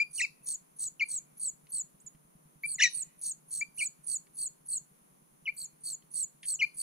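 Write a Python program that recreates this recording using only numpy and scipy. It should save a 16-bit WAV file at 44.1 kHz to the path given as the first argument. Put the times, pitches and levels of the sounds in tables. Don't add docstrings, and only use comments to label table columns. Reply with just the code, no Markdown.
import sys
import numpy as np
from scipy import signal
from scipy.fft import rfft, irfft
from scipy.io import wavfile
from scipy.ndimage import uniform_filter1d

SR = 44100
rng = np.random.default_rng(int(sys.argv[2]) if len(sys.argv) > 2 else 0)


def waveform_to_disk(signal):
    frames = np.transpose(np.atleast_2d(signal))
    scaled = np.clip(frames, -1, 1) * 32767
    samples = np.round(scaled).astype(np.int16)
    wavfile.write(sys.argv[1], SR, samples)


N = 300762

# (frequency [Hz], level [dB])
RASP_COLOUR = [(2900, -28.5), (4000, -8.5), (4450, 2), (4800, -9.5), (5100, -22.5), (5700, 3.5), (6500, 7),
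               (7400, -8), (8400, 2), (9500, -0.5), (11000, -17), (13200, -7), (15500, -16)]
LEAD_IN_S = .036


def gain_of(db):
    return 10 ** (np.asarray(db) / 20)


def unit_rms(x):
    return x / np.sqrt(np.mean(x ** 2) + 1e-20)


def ease(x):
    return np.sin(np.pi / 2 * np.clip(x, 0, 1)) ** 2


def fade(t, attack, release):
    return ease((t - t[0]) / attack) * ease((t[-1] - t) / release)


def curve_at(points, hz):
    f, value = np.transpose(points)
    return np.interp(np.log(hz + 1), np.log(f + 1), value)


def follow(rows, t):
    at, *columns = np.transpose(rows)
    return [np.interp(t, at, c) for c in columns]


def add(mix, start, sound):
    part = mix[..., max(round(start * SR), 0):][..., :sound.shape[-1]]
    part += sound[..., :part.shape[-1]]


def panned(x, side_db):
    return x * unit_rms(gain_of([[side_db / 2], [-side_db / 2]]))


def coloured(x, colour):
    return irfft(rfft(x) * gain_of(curve_at(colour, np.fft.rfftfreq(len(x), 1 / SR))), len(x))


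def noise(t, colour):
    return unit_rms(coloured(rng.standard_normal(len(t)), colour))


def impulse(colour, size=4096):
    log_gain = np.log(gain_of(curve_at(colour, abs(np.fft.fftfreq(size, 1 / SR)))))
    click = np.fft.ifft(np.exp(signal.hilbert(log_gain).conj())).real
    return click / abs(click).max()


def wobble(t, hz):
    f = np.fft.rfftfreq(len(t), 1 / SR)
    return unit_rms(irfft(rfft(rng.standard_normal(len(t))) * np.exp(-(f / hz) ** 2), len(t)))


def noise_bed(colour, db, waver_db):
    # (frequency [Hz], correlation [-1 to 1])
    likeness = [(60, 0.44), (150, 0.63), (380, -0.3), (800, -0.83), (2400, -0.12), (6000, 0.078)]
    hz = np.fft.rfftfreq(N, 1 / SR)
    left, unrelated = rfft(rng.standard_normal((2, N)))
    alike = curve_at(likeness, hz)
    right = alike * left + np.sqrt(1 - alike ** 2) * unrelated
    bed = irfft(np.array([left, right]) * gain_of(curve_at(colour, hz)), N)
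    return unit_rms(bed) * gain_of(db + waver_db * wobble(np.arange(N), 6))


def hum_and_hiss():
    # (frequency [Hz], level [dB])
    hum_colour = [(20, -14), (50, -19), (100, -27), (125, -12.5), (146, 4.5), (175, -1.5), (205, -2),
                  (300, -6), (400, -7.5), (700, -9.5), (1000, -8.5), (1500, -17.5), (2500, -38.5)]
    hiss_colour = [(900, -23.5), (1500, -9), (2200, -8.5), (3000, -12), (5000, -17), (6400, -9),
                   (8400, -17.5), (9300, 0), (10900, 0), (12200, -11), (15000, -11.5)]
    hum = panned(noise_bed(hum_colour, db=-67.5, waver_db=.5), side_db=.64)
    return hum + noise_bed(hiss_colour, db=-67.5, waver_db=.45)


def throb():
    # (time [s], level [dB])
    strength = [(0, -60.5), (1.3, -60), (2.05, -55), (2.798, -55.5), (3.199, -59), (6.8, -59.5)]
    # (frequency [Hz], level [dB])
    thump_colour = [(15, -11.5), (45, -6), (100, -18.5), (152, 4), (220, -9), (350, -26), (1000, -51.5),
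                    (3000, -77)]
    first_s, period_s = .1002, .1024
    out, thump = np.zeros((2, N)), impulse(thump_colour)
    times = np.arange(first_s, N / SR, period_s)
    for start, db in zip(times, follow(strength, times)[0]):
        size, side = rng.standard_normal(2)
        add(out, start, panned(gain_of(db + 1.6 * size) * thump, 2.9 * side))
    return out


def porch(x, tail_db, yard_db, yard_t60):
    # (delay [ms], left [gain], right [gain])
    corner_echoes = [(.9, 0.27, 0.0057), (2.3, -.07, .12), (4.7, 0.099, 0.046)]
    # (frequency [Hz], time to fall 60 dB [s])
    ring_times = [(2000, 0.1), (4500, .26), (7500, 0.16), (14000, 0.11)]
    hz, t, wash = signal.stft(rng.standard_normal((2, 35000)), SR, nperseg=256)
    ring = gain_of(-60 * t / curve_at(ring_times, hz)[:, None]) * np.minimum(t / .013, 1)
    yard = gain_of(yard_db - 60 * t / yard_t60) / (1 + (hz[:, None] / 6000) ** 2)
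    tail = signal.istft(wash * (ring + yard), SR, nperseg=256)[1]
    response = gain_of(tail_db) * tail / np.linalg.norm(tail[0])
    response[:, 0] += 1
    for ms, left, right in corner_echoes:
        response[:, round(ms * SR / 1000)] += left, right
    return signal.fftconvolve(x, response, axes=1)[:, :N]


def reflected_phase(x):
    # (frequency [Hz], lead of the left [rad])
    phase_lead = [(100, 0), (1900, -.5), (2500, -.9), (4400, -1), (5900, -1.1), (6700, -.1), (7600, -.9),
                  (8600, -2.1), (10000, -1.8), (15000, -.7)]
    turn = np.exp(.5j * curve_at(phase_lead, np.fft.rfftfreq(2 * N, 1 / SR)))
    return irfft(rfft(x, 2 * N) * np.array([turn, turn.conj()]))[:, :N]


def twig_ticks():
    # (time [s], level [dB])
    ticks = [(1.669, -51.5), (2.149, -62), (4.268, -59.5), (6.023, -59.5), (6.431, -38.5), (6.44, -47),
             (6.451, -45)]
    # (frequency [Hz], level [dB])
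    crack_colour = [(1000, -77), (1700, -0.5), (3000, 3), (4400, -5), (6800, -14.5), (9000, -16),
                    (14000, -40)]
    out, t = np.zeros(N), np.arange(2048) / SR
    for start, db in ticks:
        cracks = rng.standard_normal(len(t)) * np.exp(-t / .0051)
        snap = signal.fftconvolve(cracks, impulse(crack_colour))
        add(out, start, gain_of(db) * snap / abs(snap).max())
    return panned(out, side_db=2)


def bird_note(t, hz, db, overtones_db):
    # (frequency [Hz], level [dB])
    throat = [(3300, -8), (4500, -3.5), (5100, -13), (5900, 4), (7000, -1), (7800, -13.5), (10000, -17.5),
              (12000, -47)]
    hz = uniform_filter1d(hz, size=180) * (1 + .0055 * wobble(t, 450))
    phase = 2 * np.pi * np.cumsum(hz) / SR
    slope_db = .38 * overtones_db - 3
    overtones = sum(gain_of(curve_at(throat, k * hz) + slope_db * (k - 3))
                    * (k * hz < SR / 2) * np.sin(k * phase) for k in range(2, 6))
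    scratch = gain_of(-12.5) * noise(t, [(1400, -55), (2000, -1)] + throat)
    voice = np.sin(phase) + gain_of(overtones_db) * (overtones + scratch)
    flutter_db = 1.1 * wobble(t, 200)
    return np.sqrt(2) * gain_of(db + flutter_db) * voice * fade(t, attack=.002, release=.012)


def chirrup(before, after, db, dip_hz, rebound_hz, overtones_db):
    top_hz, swoop_s, rebound_s, sag_hz, sag_s = 2960, .024, .013, 752, .05
    t = np.arange(-before, after, 1 / SR)
    swoop = (top_hz - dip_hz) * np.sin(np.pi / 2 * t / swoop_s) ** 2
    rebound = (rebound_hz - dip_hz) * ease(t / rebound_s) - sag_hz * ease((t - rebound_s) / sag_s)
    hz = dip_hz + np.where(t < 0, swoop, rebound)
    swell_db = 428 * np.minimum(t, 0) + 700 * np.minimum(t + swoop_s, 0)
    return bird_note(t, hz, db + swell_db, overtones_db - 231 * abs(t))


def parent():
    # (time of the dip [s], length before [s], length after [s], level [dB],
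    # dip pitch [Hz], rebound pitch [Hz], overtones [dB])
    chirrups = [(.211, 0.031, 0.049, -30, 1895, 2686, -11), (1.018, 0.022, 0.028, -27.5, 2105, 2380, -27),
                (2.825, 0.037, 0.042, -26.5, 1987, 2548, -22),
                (3.818, 0.045, 0.024, -31.5, 2195, 2418, -17),
                (5.483, .028, 0.024, -30.5, 2130, 2390, -42.5), (6.625, .035, 0.029, -25, 2117, 2432, -24)]
    # (start [s], length [s], level [dB], top pitch [Hz], overtones [dB])
    pips = [(0, .036, -25, 2437, -23.5), (2.635, 0.033, -33.5, 2372, -35.5),
            (3.611, 0.027, -31.5, 2369, -27)]
    # (time [s], pitch [Hz], level [dB], overtones [dB])
    squawk = [(2.783, 2147, -47, -17), (2.804, 1689, -27.5, -3), (2.811, 1850, -26.5, -10.5),
              (2.818, 2600, -29.5, -4), (2.826, 3060, -21.5, -8), (2.836, 2232, -25, 1),
              (2.843, 1963, -25.5, -2.5), (2.888, 1850, -36.5, -5)]
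    out = np.zeros(N)
    for dip, before, *shape in chirrups:
        add(out, dip - before, chirrup(before, *shape))
    for start, length, db, top_hz, overtones_db in pips:
        t = np.arange(0, length, 1 / SR)
        arch_hz = top_hz - 650 * (t / length - .55) ** 2
        add(out, start, bird_note(t, arch_hz, db, overtones_db))
    t = np.arange(squawk[0][0], squawk[-1][0], 1 / SR)
    add(out, t[0], bird_note(t, *follow(squawk, t)))
    return panned(out, side_db=1.5)


def peep():
    # (start [s], length [s], level [dB], from [Hz], towards [Hz], settling time [s])
    glides = [(2, 0.033, -60, 6300, 11930, 0.03), (2.062, .028, -45, 8900, 6840, .003)]
    out = np.zeros(N)
    for start, length, db, from_hz, to_hz, settle in glides:
        t = np.arange(0, length, 1 / SR)
        hz = to_hz + (from_hz - to_hz) * np.exp(-t / settle)
        add(out, start, bird_note(t, hz, db, overtones_db=-23.5))
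    return panned(out, side_db=-4)


def lead_in(chirp_db, top_hz, side_db):
    from_hz, usual_top_hz = 7700, 10700
    t = np.arange(0, LEAD_IN_S + .002, 1 / SR)
    progress = t / t[-1]
    climb = np.sin(np.pi / 2 * progress)
    jitter_hz = 130 * wobble(t, 90) + 520 * progress ** 2 * wobble(t, 1100)
    hz = from_hz + (top_hz - from_hz) * climb + jitter_hz
    whistle = np.sqrt(2) * np.sin(2 * np.pi * np.cumsum(hz) / SR)
    fray = gain_of(-16) * climb * noise(t, RASP_COLOUR)
    thinning_db = .0005 * (top_hz - usual_top_hz)
    db = chirp_db - 19.5 - thinning_db + 2.75 * wobble(t, 150)
    return panned(gain_of(db) * (whistle + fray) * fade(t, attack=.022, release=.005), side_db)


def chirp(start, length, db, start_hz, rasp_db, side_db):
    quaver_hz, quaver_depth_hz, quaver_s, sag_hz_per_s = 56, 710, .1, 16500
    closing_hz, drop_s, hold_s = 6760, .025, .004
    t = np.arange(0, length, 1 / SR)
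    quaver = np.cos(2 * np.pi * quaver_hz * t)
    strain_db = -9 * ((t / length - .43) / .35) ** 2
    strain = gain_of(strain_db + 3.3 * quaver + 3.5 * wobble(t, 300))
    drop = ease(1 + (t - length + hold_s) / drop_s)
    hz = start_hz - sag_hz_per_s * t + quaver_depth_hz * np.maximum(1 - t / quaver_s, 0) * quaver
    hz += (closing_hz - hz) * drop
    hz += 80 * wobble(t, 71) + 190 * np.minimum(strain, 1.2) * wobble(t, 900)
    phase = 2 * np.pi * np.cumsum(hz) / SR
    swell_db = -9 * np.maximum(1 - t / .022, 0)
    choke_db = -6 * np.maximum(1 - t / .036, 0) * (1 + quaver) ** 2 / 2
    flutter_db = (2.8 - 1.8 * drop) * wobble(t, 330)
    whistle = np.sin(phase) + gain_of(-29.5) * drop * np.sin(2 * phase)
    whistle *= gain_of(db + swell_db + choke_db + flutter_db - drop)
    doubling = np.clip(.7 * quaver + .55 * wobble(t, 200) + .1, 0, 1)
    half_phase = phase / 2 + .35 * wobble(t, 400)
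    buzz = doubling * (np.sin(half_phase) + np.sin(half_phase + phase))
    # (frequency [Hz], level [dB])
    beak = [(3500, -29), (4100, -4), (4450, 5.5), (4750, -7.5), (5150, -27.5), (11000, -24), (12400, -14),
            (13400, -9.5), (15000, -15)]
    buzz_db = -47.5 + 1.27 * start + strain_db
    buzz = coloured(gain_of(buzz_db) * buzz, beak)
    rasp = gain_of(db + rasp_db) * strain * noise(t, RASP_COLOUR)
    # (frequency [Hz], level [dB])
    sizzle_colour = [(6500, -39.5), (7800, -2.5), (8800, 1), (10200, -4.5), (11300, -24), (12300, -17),
                     (14200, -16), (15300, -28)]
    sizzle_db = -56.5 + 1.76 * start + swell_db + .3 * strain_db + 1.5 * quaver + 3.7 * wobble(t, 250)
    sizzle = gain_of(sizzle_db) * (1 - drop) * noise(t, sizzle_colour)
    voice = (np.sqrt(2) * whistle + buzz + rasp + sizzle) * fade(t, attack=.003, release=.006)
    beam_db = side_db * np.clip((hz - 6300) / 2400, 0, 1.3)
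    sides = gain_of([beam_db / 2, -beam_db / 2])
    return voice * sides / np.sqrt((sides ** 2).mean(0))


def nestling():
    # (start [s], end [s], level [dB], starting pitch [Hz], rasp re the chirp [dB],
    # top of the lead-in [Hz], left over right [dB])
    calls = [(0.128, 0.238, -38, 9530, -12.5, 10600, -4), (0.455, 0.562, -36, 9490, -10.5, 11800, -1),
             (0.785, .889, -36, 9210, -11, 10840, 0), (1.082, 1.193, -35.5, 9180, -15, 10280, -1),
             (1.394, 1.504, -34.5, 9370, -21, 11560, -1), (1.715, 1.823, -34.5, 9210, -23, 11840, -1),
             (2.65, 2.765, -37, 9780, -33, 13270, -2), (2.924, 3.038, -35.5, 9680, -23.5, 11200, -6),
             (3.211, 3.328, -35.5, 9700, -12, 10800, -1), (3.505, 3.618, -37, 9530, -12.5, 11500, -1),
             (3.772, 3.881, -34, 9474, -16.5, 11700, -3.5), (4.064, 4.174, -32.5, 9490, -18.5, 10200, -5),
             (4.365, 4.483, -35.5, 9620, -21.5, 11200, -1), (4.68, 4.787, -34, 9320, -25, 11100, -1),
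             (5.563, 5.667, -41.5, 9270, -21.5, 13300, -1), (5.833, 5.956, -38.5, 9450, -16, 9900, -1.5),
             (6.135, 6.252, -32.5, 9520, -19.5, 10300, -5), (6.452, 6.563, -34, 9350, -17.5, 10550, -1),
             (6.765, 6.875, -36.5, 9610, -20.5, 10400, -2)]
    out = np.zeros((2, N))
    for start, end, db, start_hz, rasp_db, top_hz, side_db in calls:
        add(out, start - LEAD_IN_S, lead_in(db, top_hz, side_db))
        add(out, start, chirp(start, end - start, db, start_hz, rasp_db, side_db))
    return out


def scene():
    nest = reflected_phase(nestling() + peep() + parent() + twig_ticks())
    return porch(nest, tail_db=-16, yard_db=-31, yard_t60=1.1) + hum_and_hiss() + throb()


def record(dry):
    low_pass = signal.firwin(511, cutoff=15600, window=("kaiser", 9), fs=SR)
    return signal.oaconvolve(dry, low_pass[None], "same")


dry = scene()
out = record(dry)
waveform_to_disk(out)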